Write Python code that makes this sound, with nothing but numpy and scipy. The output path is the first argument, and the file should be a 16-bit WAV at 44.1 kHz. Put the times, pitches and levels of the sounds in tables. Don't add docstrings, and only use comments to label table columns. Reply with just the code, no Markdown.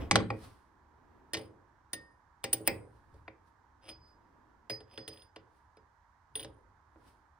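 import sys
import numpy as np
from scipy import signal
from scipy.fft import rfft, irfft, next_fast_len
from scipy.io import wavfile

SR = 44100
rng = np.random.default_rng(int(sys.argv[2]) if len(sys.argv) > 2 else 0)


def master_out(mix):
    frames = np.transpose(np.atleast_2d(mix))
    ceiling = np.clip(frames, -1, 1)
    pcm = np.round(ceiling * 32767).astype(np.int16)
    wavfile.write(sys.argv[1], SR, pcm)


N = 325899
T = np.arange(SR) / SR
EDGE_HZ = 16400
TWIN_SPLIT, TWIN_DB = .001, -1.5

# pitch in Hz, level in dB per Hz.
HUM_SPECTRUM = [(15, -27.5), (30, -12.5), (48, -1.5), (76, 2), (105, -4.5), (137, -12.5), (220, -21.5),
                (480, -22.5), (700, -15.5), (936, -4), (1300, -15), (1700, -16), (2610, -36.5), (6000, -36),
                (11000, -48), (16000, -53.5)]
# pitch in Hz, left minus right in dB.
HUM_BALANCE = [(60, 1), (200, -7.5), (700, 3), (1290, -12), (2380, -11), (4400, -5.5), (15000, -1.5)]
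# pitch in Hz, likeness from 0 to 1.
LIKENESS = [(60, 1), (130, .94), (290, 0.45), (520, 0.14), (900, 1), (1410, 0.21), (3100, 0.41),
            (7000, 0.0019), (15000, 0.012)]
# pitch in Hz, lead in radians.
LEFT_LEAD = [(100, -2.5), (500, 0.8), (1000, 0.68), (2050, 1.54), (3000, -1), (4960, -1.38), (6300, -2.5),
             (7200, -4.5), (8200, 2.3), (9570, -0.42), (11000, 1), (15400, 7)]
# pitch in Hz, left minus right in dB.
LATHE_BALANCE = [(60, -0.5), (250, -2), (520, -1.77), (1100, 2.5), (2200, 1.7), (3500, -1), (5000, -2),
                 (8000, 0), (15000, 0.5)]
# pitch in Hz, time to fall by 60 dB in seconds.
ROOM_T60 = [(100, .75), (400, 0.13), (1000, 0.29), (2200, 0.26), (4900, 0.22), (5400, 0.094), (9500, 0.46),
            (15500, 0.18)]
# pitch in Hz, level in dB.
ROOM_GAIN = [(100, -10.5), (500, -12.5), (1000, -14.5), (2200, -8), (3500, -12), (4700, -13), (5200, -10),
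             (6500, -18), (8000, -17), (9600, -24.5), (15500, -19.5)]

# middle in seconds, half length in seconds, hiss in dB.
SLIDES = [(.445, 0.019, -55), (2.966, 0.022, -76), (3.165, 0.017, -76.5), (3.48, 0.0082, -74.5),
          (4.085, 0.014, -78), (5.57, 0.02, -77), (7.084, 0.015, -65)]
# middle in seconds, half length in seconds, rustle in dB.
SHIFTS = [(.01, 0.02, -39.5), (1.17, .16, -63.5), (4.356, 0.24, -67), (7.06, .06, -71.5)]
# middle in seconds, level in dB.
BUMPS = [(.025, -47), (.445, -54.5), (2.965, -65.5), (3.165, -58), (3.968, -63.5), (6.434, -58.5),
         (6.706, -67.5)]
# pitch in Hz, level in dB per Hz.
SKIN_SPECTRUM = [(200, -15.5), (1000, 10), (2500, -1), (5000, -1.5), (7000, -11), (9500, -1.5),
                 (12500, -16), (15000, -9.5), (16500, -24)]
# pitch in Hz, level in dB per Hz.
RUSTLE_SPECTRUM = [(40, -5.5), (130, -5.5), (310, 0.5), (520, -8), (800, -12), (2000, -24), (6000, -45)]
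# pitch in Hz, level in dB per Hz.
BUMP_SPECTRUM = [(15, -13.5), (40, -6), (60, 3.5), (105, 1.5), (160, -12.5), (400, -37.5), (2000, -83.5)]

# strongest moment
# in seconds, rise in seconds, fall in seconds, grit in dB, clear ring in dB, shrill ring in dB.
SCRAPES = [(0.014, .012, 0.081, -61.5, -88.5, -90), (1.38, 0.04, 0.13, -69, -77.5, -69),
           (2.673, 0.033, 0.009, -56.5, -58, -52.5), (3.896, .09, 0.04, -60, -63.5, -70.5),
           (4.955, 0.1, 0.016, -69, -68.5, -79), (5.135, 0.077, 0.16, -73.5, -67.5, -75),
           (6.41, 0.078, 0.033, -70, -68.5, -60.5)]
# pitch in Hz, level in dB per Hz.
GRIT_SPECTRUM = [(300, -14), (700, 4), (1500, -8), (2400, -2), (2900, -1), (3300, 1), (3900, -11.5),
                 (4600, -21.5), (5300, -2), (6800, -26), (9600, -23), (12000, -38.5), (16000, -53.5)]
# start in seconds, snap in dB, clear ring in dB,
# shrill ring in dB, pitch of the snap as a factor.
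TICKS = [(2.4365, -52.5, -70.5, -56, 1.09), (3.898, -52.5, -69.5, -70.5, 1), (4.805, -62, -66.5, -74, 1),
         (4.946, -75, -68.5, -81, 1.06), (5.128, -67, -48.5, -69.5, 0.92), (5.161, -65, -66.5, -68, 0.57),
         (5.174, -58.5, -71, -64, 1), (5.195, -69, -76, -70, 0.9), (5.221, -59, -81, -65, 1.06),
         (6.3546, -38.5, -56, -31, 1.006), (6.3741, -51, -64.5, -41, 1.1), (6.396, -43, -71, -40.5, 1.02),
         (6.4085, -52, -68, -57.5, 1.07), (6.414, -54.5, -70, -56, 0.93), (6.4286, -47.5, -66, -45.5, 1),
         (6.4345, -52.5, -74.5, -58, 1.1)]
# start in seconds,
# lathe boom in dB, crack in dB, brightness in dB per octave, ping in dB, jaws in dB.
CLUNKS = [(1.3425, -63, -37, 4, -58, -40.5), (1.3488, -47, -49.5, 2.5, -66, -46.5),
          (1.3697, -52, -48, 2.5, -60, -67), (1.3745, -51, -54, 4.5, -53, -67),
          (1.394, -50.5, -65, -7, -62, -67), (2.605, -47, -79, -9, -82, -84),
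          (3.141, -65.5, -84.5, 10, -97, -100), (3.279, -55.5, -59.5, -10, -82, -48.5),
          (4.805, -58.5, -65, -5, -68.5, -72.5), (5.3604, -55.5, -53.5, -2.5, -65, -74.5),
          (5.77, -64, -71.5, -4.5, -70.5, -76), (6.446, -50, -52.5, 2, -78, -74),
          (6.958, -63.5, -84, -13, -100, -81)]
# start in seconds, thud in dB, lathe boom in dB, crack in dB,
# brightness in dB per octave, hollow wood in dB, jaws in dB.
KNOCKS = [(0.1114, -31.5, -39.5, -30, 3.5, -24.5, -25), (.1564, -44.5, -31.5, -25.5, 0, -22, -33),
          (0.203, -53, -39.5, -54, -1, -41, -48.5), (0.303, -61, -40, -50.5, -4.5, -32.5, -37.5)]
# start in seconds, lathe boom in dB, crack in dB, #
# brightness in dB per octave, low ring in dB, clear ring in dB, shrill ring in dB, second bar's clang in dB, #
# tip snap in dB, looseness of grip as a factor on the ring time, seconds until the hole chokes the ring, #
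# second bending plane in dB.
CLINKS = [(1.3343, -45, -49, 5.5, -43.5, -43, -40, -64, -45, 0.32, .05, -3.5),
          (1.932, -51.5, -45.5, 3.5, -51.5, -62, -36, -63.5, -66.5, 1.35, 0.52, -15),
          (2.4403, -43.5, -41, -0.5, -67, -75, -41, -38.5, -55, 0.5, 0.21, -2),
          (2.5298, -61.5, -45, 8, -89, -69, -33, -34.5, -51, 0.2, 0.039, 4.5),
          (2.532, -44.5, -50.5, -3, -89, -69, -25.5, -46.5, -63, 0.92, 0.025, -2.5),
          (2.6755, -36.5, -38.5, -5, -45.5, -52.5, -26.5, -30, -59, 0.24, .1, 3),
          (3.889, -73, -60.5, 0.5, -101.5, -58, -65, -76, -52.5, 2.17, 0.43, 1.5),
          (4.6977, -44, -47, -2.5, -66.5, -45, -56.5, -61.5, -51.5, 3.6, 0.087, -5.5),
          (4.9765, -49, -55, -3, -74, -57, -68.5, -74, -44.5, 2.8, 0.16, -10.5),
          (5.0783, -52, -54, 2.5, -73, -59, -49.5, -70, -44.5, 1.43, 0.5, -9)]

# from Hz, to Hz.
CRACK_BANDS = [(600, 1500), (1500, 2750), (2750, 4200), (4300, 5600), (5700, 11000)]
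WOOD_CRACK = (1, -4, -0.5, -4.5, -5)
STEEL_CRACK = (-0.8, 1.3, 1, -0.5, -4.5)
SEATED_CRACK = (-1, -3.7, -0.5, -4.5, -12)
# pitch in Hz, width in Hz, level in dB.
CHUCK = [(680, 220, 6.5), (850, 200, -5), (988, 210, 2.5), (1414, 160, -1.5), (1900, 400, 7),
         (2220, 220, -0.5), (2350, 340, -1), (2880, 400, -2.5), (3300, 2700, -3), (3628, 160, 1),
         (4470, 67, -4.5), (4850, 400, -1.5), (5250, 110, -5.5), (6160, 500, -8.5), (6200, 810, -2),
         (7980, 140, -3.5), (8400, 280, -3.5), (9200, 860, -10)]
# pitch in Hz, width in Hz, level in dB.
JAWS = [(1900, 430, -4.5), (2130, 480, 3), (2450, 380, 1.5), (4750, 600, -3.5)]
# pitch in Hz, width in Hz, level in dB.
SECOND_BAR = [(5060, 340, 0), (8040, 300, -2.5), (8300, 330, 0)]
# pitch in Hz, level in dB, time to fall by 60 dB in seconds.
LATHE = [(183, -11.5, 0.37), (200, -11.5, 0.18), (246.6, -9.5, 0.25), (282.5, -7.5, .26),
         (321.9, 3.5, 0.23), (373, -5, 0.12), (433, 2.5, 0.22), (453.8, -3, 0.17), (536, 1.5, 0.21),
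         (589.5, -0.5, 0.13), (794, -8.5, 0.21)]
# pitch in Hz, level in dB per Hz.
BOOM_SPECTRUM = [(30, -30), (70, -8), (115, 3), (170, -16), (300, -7.5), (520, -7), (640, -17), (850, -21),
                 (1500, -29.5), (4000, -79.5)]
# pitch in Hz, level in dB per Hz.
THUD_SPECTRUM = [(15, -40), (45, -14.5), (80, -7.5), (110, 1.5), (150, -8), (205, 0.5), (260, -2.5),
                 (400, -13), (1000, -64), (4000, -98.5)]
# pitch in Hz, level in dB, time to fall by 60 dB in seconds.
BLANK = [(297.9, 0.5, 0.036), (534.2, -0.5, 0.051), (813, -1.5, 0.077), (1123.3, 6.5, 0.026),
         (1340, 4.5, 0.017), (1846, -14.5, .04)]
# pitch in Hz before the row's pitch factor and a random spread,
# level in dB, time to fall by 60 dB in seconds.
TIP = [(3000, -2.5, .012), (3180, 0, 0.016), (3330, 5, 0.013), (3560, -4, 0.018), (3800, -1, 0.0045)]
# pitch in Hz,
# time to fall by 60 dB in seconds before the grip scales it.
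BAR = [(1841, 0.38), (4961, 0.25), (9572, 0.049), (15400, 0.062)]


def amp(db):
    return 10 ** (np.asarray(db) / 20)


def read(points, hz):
    f, value = np.transpose(points)
    return np.interp(np.log(hz + 1), np.log(f), value)


def evened(x, size=None):
    return x / np.sqrt(np.mean(x[..., :size] ** 2) + 1e-20)


def add(mix, s, sound):
    part = mix[..., max(0, round(s * SR)):][..., :sound.shape[-1]]
    part += sound[..., :part.shape[-1]]


def dying(t60):
    return np.exp(-np.log(1000) * T / t60)


def noise(spectrum, size):
    hz = np.fft.rfftfreq(size, 1 / SR)
    left, other = rfft(rng.standard_normal((2, size)))
    same = read(LIKENESS, hz)
    right = same * left + np.sqrt(1 - same ** 2) * other
    return evened(irfft(np.array([left, right]) * amp(read(spectrum, hz)), size))


def lean(x, balance):
    half_db = read(balance, np.fft.rfftfreq(N, 1 / SR)) / 2
    return irfft(rfft(x) * amp([half_db, -half_db]), N)


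def swells(rows, sharpness=0.76):
    t = np.arange(N) / SR
    return sum(amp(db) * np.exp(-.5 * abs((t - s) / half) ** sharpness) for s, half, db in rows)


def hum(level_db=-66):
    return amp(level_db) * evened(lean(noise(HUM_SPECTRUM, N), HUM_BALANCE))


def workshop(x, first_s=0.012, build_s=0.001655):
    flat = [(20, 0.00638), (20000, 0.0045)]
    hz, t, grid = signal.stft(noise(flat, SR), SR, nperseg=256)
    decay = amp(-60 * t / read(ROOM_T60, hz)[:, None])
    decay = decay / np.sqrt((decay ** 2).mean(1, keepdims=True))
    grid = grid * decay * amp(read(ROOM_GAIN, hz))[:, None]
    tail = signal.istft(grid, SR, nperseg=256)[1][:, :SR] / np.sqrt(SR)
    tail = tail * np.clip((T - first_s) / build_s, 0, 1)
    size = next_fast_len(N + SR)
    turn = np.exp(.5j * read(LEFT_LEAD, np.fft.rfftfreq(size, 1 / SR)))
    direct = irfft(rfft(x, size) * np.array([turn, 1 / turn]), size)[:, :N]
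    return direct + signal.fftconvolve(x, tail, axes=1)[:, :N]


def rubs(slide_rustle_db=-5, bump_rustle_db=-15, shift_rumble_db=-9, bump_s=0.08):
    slide, shift = swells(SLIDES), swells(SHIFTS)
    bump = swells([(s, bump_s, db) for s, db in BUMPS], sharpness=2.5)
    rustle = shift + amp(slide_rustle_db) * slide + amp(bump_rustle_db) * bump
    rumble = bump + amp(shift_rumble_db) * shift
    return noise(SKIN_SPECTRUM, N) * slide + noise(RUSTLE_SPECTRUM, N) * rustle + noise(BUMP_SPECTRUM, N) * rumble


def ring(modes, scatter_db):
    total = 0
    for hz, db, t60 in modes:
        level = amp(db + scatter_db * rng.standard_normal())
        total = total + level * dying(t60) * np.sin(2 * np.pi * (hz * T + rng.random()))
    return total


def boom(rise_s=.008, t60=0.6, modes_db=-2, bass_hz=220, bass_rise_s=0.0095):
    broad = evened(noise(BOOM_SPECTRUM, SR) * dying(t60), size=2000)
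    body = broad + amp(modes_db) * evened(ring(LATHE, scatter_db=4.0), size=2000)
    bass = irfft(rfft(body) / (1 + (np.fft.rfftfreq(SR, 1 / SR) / bass_hz) ** 4), SR)
    late_bass = body - bass * np.exp(-T / bass_rise_s)
    return evened(late_bass * (1 - np.exp(-T / rise_s)), size=2000)


def colour(make_up, crack_db, brightness=0, pivot_hz=2600):
    octaves = np.log2(CRACK_BANDS).mean(1) - np.log2(pivot_hz)
    return crack_db + np.array(make_up) + brightness * octaves


def crack(levels_db, t60=.05, apart_db=-7, tick_db=-2, tick_t60=0.012, size=8192):
    hz = np.fft.rfftfreq(size, 1 / SR)
    clusters = np.sqrt(sum((amp(db) / (1 + (2 * (hz - f) / width) ** 2)) ** 2 for f, width, db in CHUCK))
    phases = np.exp(2j * np.pi * rng.random((3, len(hz))))
    stereo = phases[0] + amp(apart_db) * phases[1:]
    steel = irfft(clusters * stereo, size) * dying(t60)[:size]
    total = amp(levels_db[-1] + tick_db) * rng.standard_normal(size) * dying(tick_t60)[:size]
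    for db, edges in zip(levels_db, CRACK_BANDS):
        band = signal.sosfilt(signal.butter(4, edges, "bandpass", fs=SR, output="sos"), steel)
        total = total + amp(db) * evened(band, size=260)
    return total


def clatter(clusters, brightness=0, t60=.028, contact_s=.0004):
    hz = np.fft.rfftfreq(SR, 1 / SR)
    shape = 0
    for f, width, db in clusters:
        tilt_db = brightness * np.log2(f / clusters[0][0])
        shape = shape + amp(db + tilt_db) / (1 + (2 * (hz - f) / width) ** 4)
    modes = irfft(shape * np.exp(2j * np.pi * rng.random(len(hz))), SR)
    return evened(modes * dying(t60) * (1 - np.exp(-T / contact_s)), size=400)


def bending(hz, t60, twin_db=TWIN_DB):
    twin = amp(twin_db) * np.sin(2 * np.pi * hz * (1 + TWIN_SPLIT) * T)
    return dying(t60) * (np.sin(2 * np.pi * hz * T) + twin)


def snap(pitch=1, spread=0.021, contact_s=0.00064, size=8192):
    modes = 0
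    for hz, db, t60 in TIP:
        landed_hz = hz * pitch * (1 + spread * rng.standard_normal())
        modes = modes + amp(db) * dying(t60) * np.sin(2 * np.pi * landed_hz * T)
    return evened(modes * (1 - np.exp(-T / contact_s)), size=260)[:size]


def scrapes(slips_per_s=2000, size_db=-1.5, catches_per_s=110, catch_db=11, highest_db=-10, boom_db=-2.5,
            swell=1.7):
    sharp, deep = np.zeros((2, 2, N))
    grit = amp(read(GRIT_SPECTRUM, np.fft.rfftfreq(SR, 1 / SR)))
    _, clear, shrill, highest = (bending(*mode) for mode in BAR)
    rings = (clear, shrill + amp(highest_db) * highest)
    body = boom(rise_s=0.0025, t60=0.1, modes_db=-3.5)
    for top, rise_s, fall_s, grit_db, *sing_db in SCRAPES:
        start, end = top - rise_s, top + fall_s
        push = np.interp(start + T, [start, top, end], [0, 1, 0]) ** swell
        sizes = rng.standard_normal(SR) * amp(size_db * np.minimum(rng.exponential(1, SR), 3))
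        slips = sizes * (rng.random(SR) < slips_per_s / SR)
        catches = amp(catch_db) * (rng.random(SR) < catches_per_s / SR)
        rubbing = push * (slips + catches)
        length = int((end - start) * SR)
        hiss = irfft(rfft(rubbing) * grit, SR)[:SR // 2]
        add(sharp, start, amp(grit_db) * evened(hiss, length))
        for db, tone in zip(sing_db, rings):
            add(sharp, start, amp(db) * evened(signal.fftconvolve(rubbing, tone)[:SR], length))
        rumble = signal.fftconvolve(rubbing[None], body, axes=1)[:, :SR]
        add(deep, start, amp(grit_db + boom_db) * evened(rumble, 2 * length))
    return sharp, deep


def ticks(crack_db=-17, highest_db=-22, clear_loose=0.3, shrill_loose=1.4, boom_db=-14, build_s=.0011):
    sharp, deep = np.zeros((2, 2, N))
    clear = bending(BAR[1][0], BAR[1][1] * clear_loose)
    shrill, highest = (bending(hz, t60 * shrill_loose) for hz, t60 in BAR[2:])
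    build = 1 - np.exp(-T / build_s)
    for s, snap_db, clear_db, shrill_db, pitch in TICKS:
        add(sharp, s, amp(snap_db) * snap(pitch))
        add(sharp, s, crack(colour(STEEL_CRACK, snap_db + crack_db), t60=0.081, tick_db=-8))
        tones = amp(clear_db) * clear + amp(shrill_db) * (shrill + amp(highest_db) * highest)
        add(sharp, s, build * tones)
        add(deep, s, amp(snap_db + boom_db) * boom(rise_s=0.003, t60=0.4, modes_db=4.0))
    return sharp, deep


def clunks(softness_db=2, loose=0.26):
    sharp, deep = np.zeros((2, 2, N))
    ping = sum(bending(hz, t60 * loose) for hz, t60 in BAR[1:3])
    for s, boom_db, crack_db, brightness, ping_db, jaws_db in CLUNKS:
        levels_db = colour(SEATED_CRACK, crack_db, brightness)
        add(sharp, s, crack(levels_db, t60=0.045, apart_db=-15.0, tick_db=2.5))
        add(sharp, s, amp(ping_db) * ping + amp(jaws_db) * clatter(JAWS, brightness - softness_db))
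        add(deep, s, amp(boom_db) * boom(rise_s=0.0011, t60=0.7, modes_db=5.0))
    return sharp, deep


def clack(modes):
    return evened(ring(modes, scatter_db=4.5) * (1 - np.exp(-T / .0006)) ** 2, size=400)


def knocks(thud_hz=109, thud_t60=0.52, rise_s=0.023, tone_db=-1, left_db=-1, softness_db=2):
    sharp, deep = np.zeros((2, 2, N))
    sides = amp([[left_db], [-left_db]])
    for s, thud_db, boom_db, crack_db, brightness, wood_db, jaws_db in KNOCKS:
        rock = noise(THUD_SPECTRUM, SR) + amp(tone_db) * np.sin(2 * np.pi * thud_hz * T)
        thud = evened(rock * dying(thud_t60) * (1 - np.exp(-T / rise_s)), size=2200)
        levels_db = colour(WOOD_CRACK, crack_db, brightness)
        add(sharp, s, crack(levels_db, t60=0.039, apart_db=-6.5, tick_db=-2.5) * sides)
        add(sharp, s, amp(wood_db) * clack(BLANK))
        add(sharp, s, amp(jaws_db) * clatter(JAWS, brightness - softness_db, t60=0.034))
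        add(deep, s, amp(thud_db) * thud + amp(boom_db) * boom(rise_s=0.044, t60=0.15, modes_db=-4.0))
    return sharp, deep


def bar(low_db, clear_db, shrill_db, blow_db, loose, twin_db, full_blow_db=-37.5, weakest_db=-14):
    highest_db = shrill_db + np.clip(blow_db - full_blow_db, weakest_db, 3)
    levels_db = (low_db, clear_db, shrill_db, highest_db)
    return sum(amp(db) * bending(hz, t60 * loose, twin_db) for db, (hz, t60) in zip(levels_db, BAR))


def clinks(ring_db=5.5, jaws_db=-29, heavy_db=-36, growth=2.43, second_bar_tilt=1.8):
    sharp, deep = np.zeros((2, 2, N))
    for (s, boom_db, crack_db, brightness, low_db, clear_db, shrill_db, second_bar_db, snap_db,
         loose, free_s, twin_db) in CLINKS:
        choke = np.exp(-(T / free_s) ** 4)
        levels_db = colour(STEEL_CRACK, crack_db, brightness)
        add(sharp, s, crack(levels_db, t60=0.054, apart_db=-2.0, tick_db=0.5))
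        add(sharp, s, amp(second_bar_db) * clatter(SECOND_BAR, second_bar_tilt * brightness, t60=.032))
        add(sharp, s, amp(snap_db) * snap())
        shake_db = jaws_db + growth * (boom_db - heavy_db)
        add(sharp, s, amp(shake_db) * clatter(JAWS, brightness, t60=0.1))
        add(sharp, s, amp(ring_db) * choke * bar(low_db, clear_db, shrill_db, boom_db, loose, twin_db))
        add(deep, s, amp(boom_db) * boom(rise_s=0.0032, t60=0.56, modes_db=5))
    return sharp, deep


def scene():
    sources = (knocks(), clinks(), clunks(), ticks(), scrapes())
    sharp, deep = (sum(parts) for parts in zip(*sources))
    return lean(workshop(sharp) + deep, LATHE_BALANCE) + rubs() + hum()


def record(dry):
    low_pass = signal.firwin(401, EDGE_HZ, window=("kaiser", 9), fs=SR)
    return signal.oaconvolve(dry, low_pass[None], "same")


dry = scene()
out = record(dry)
master_out(out)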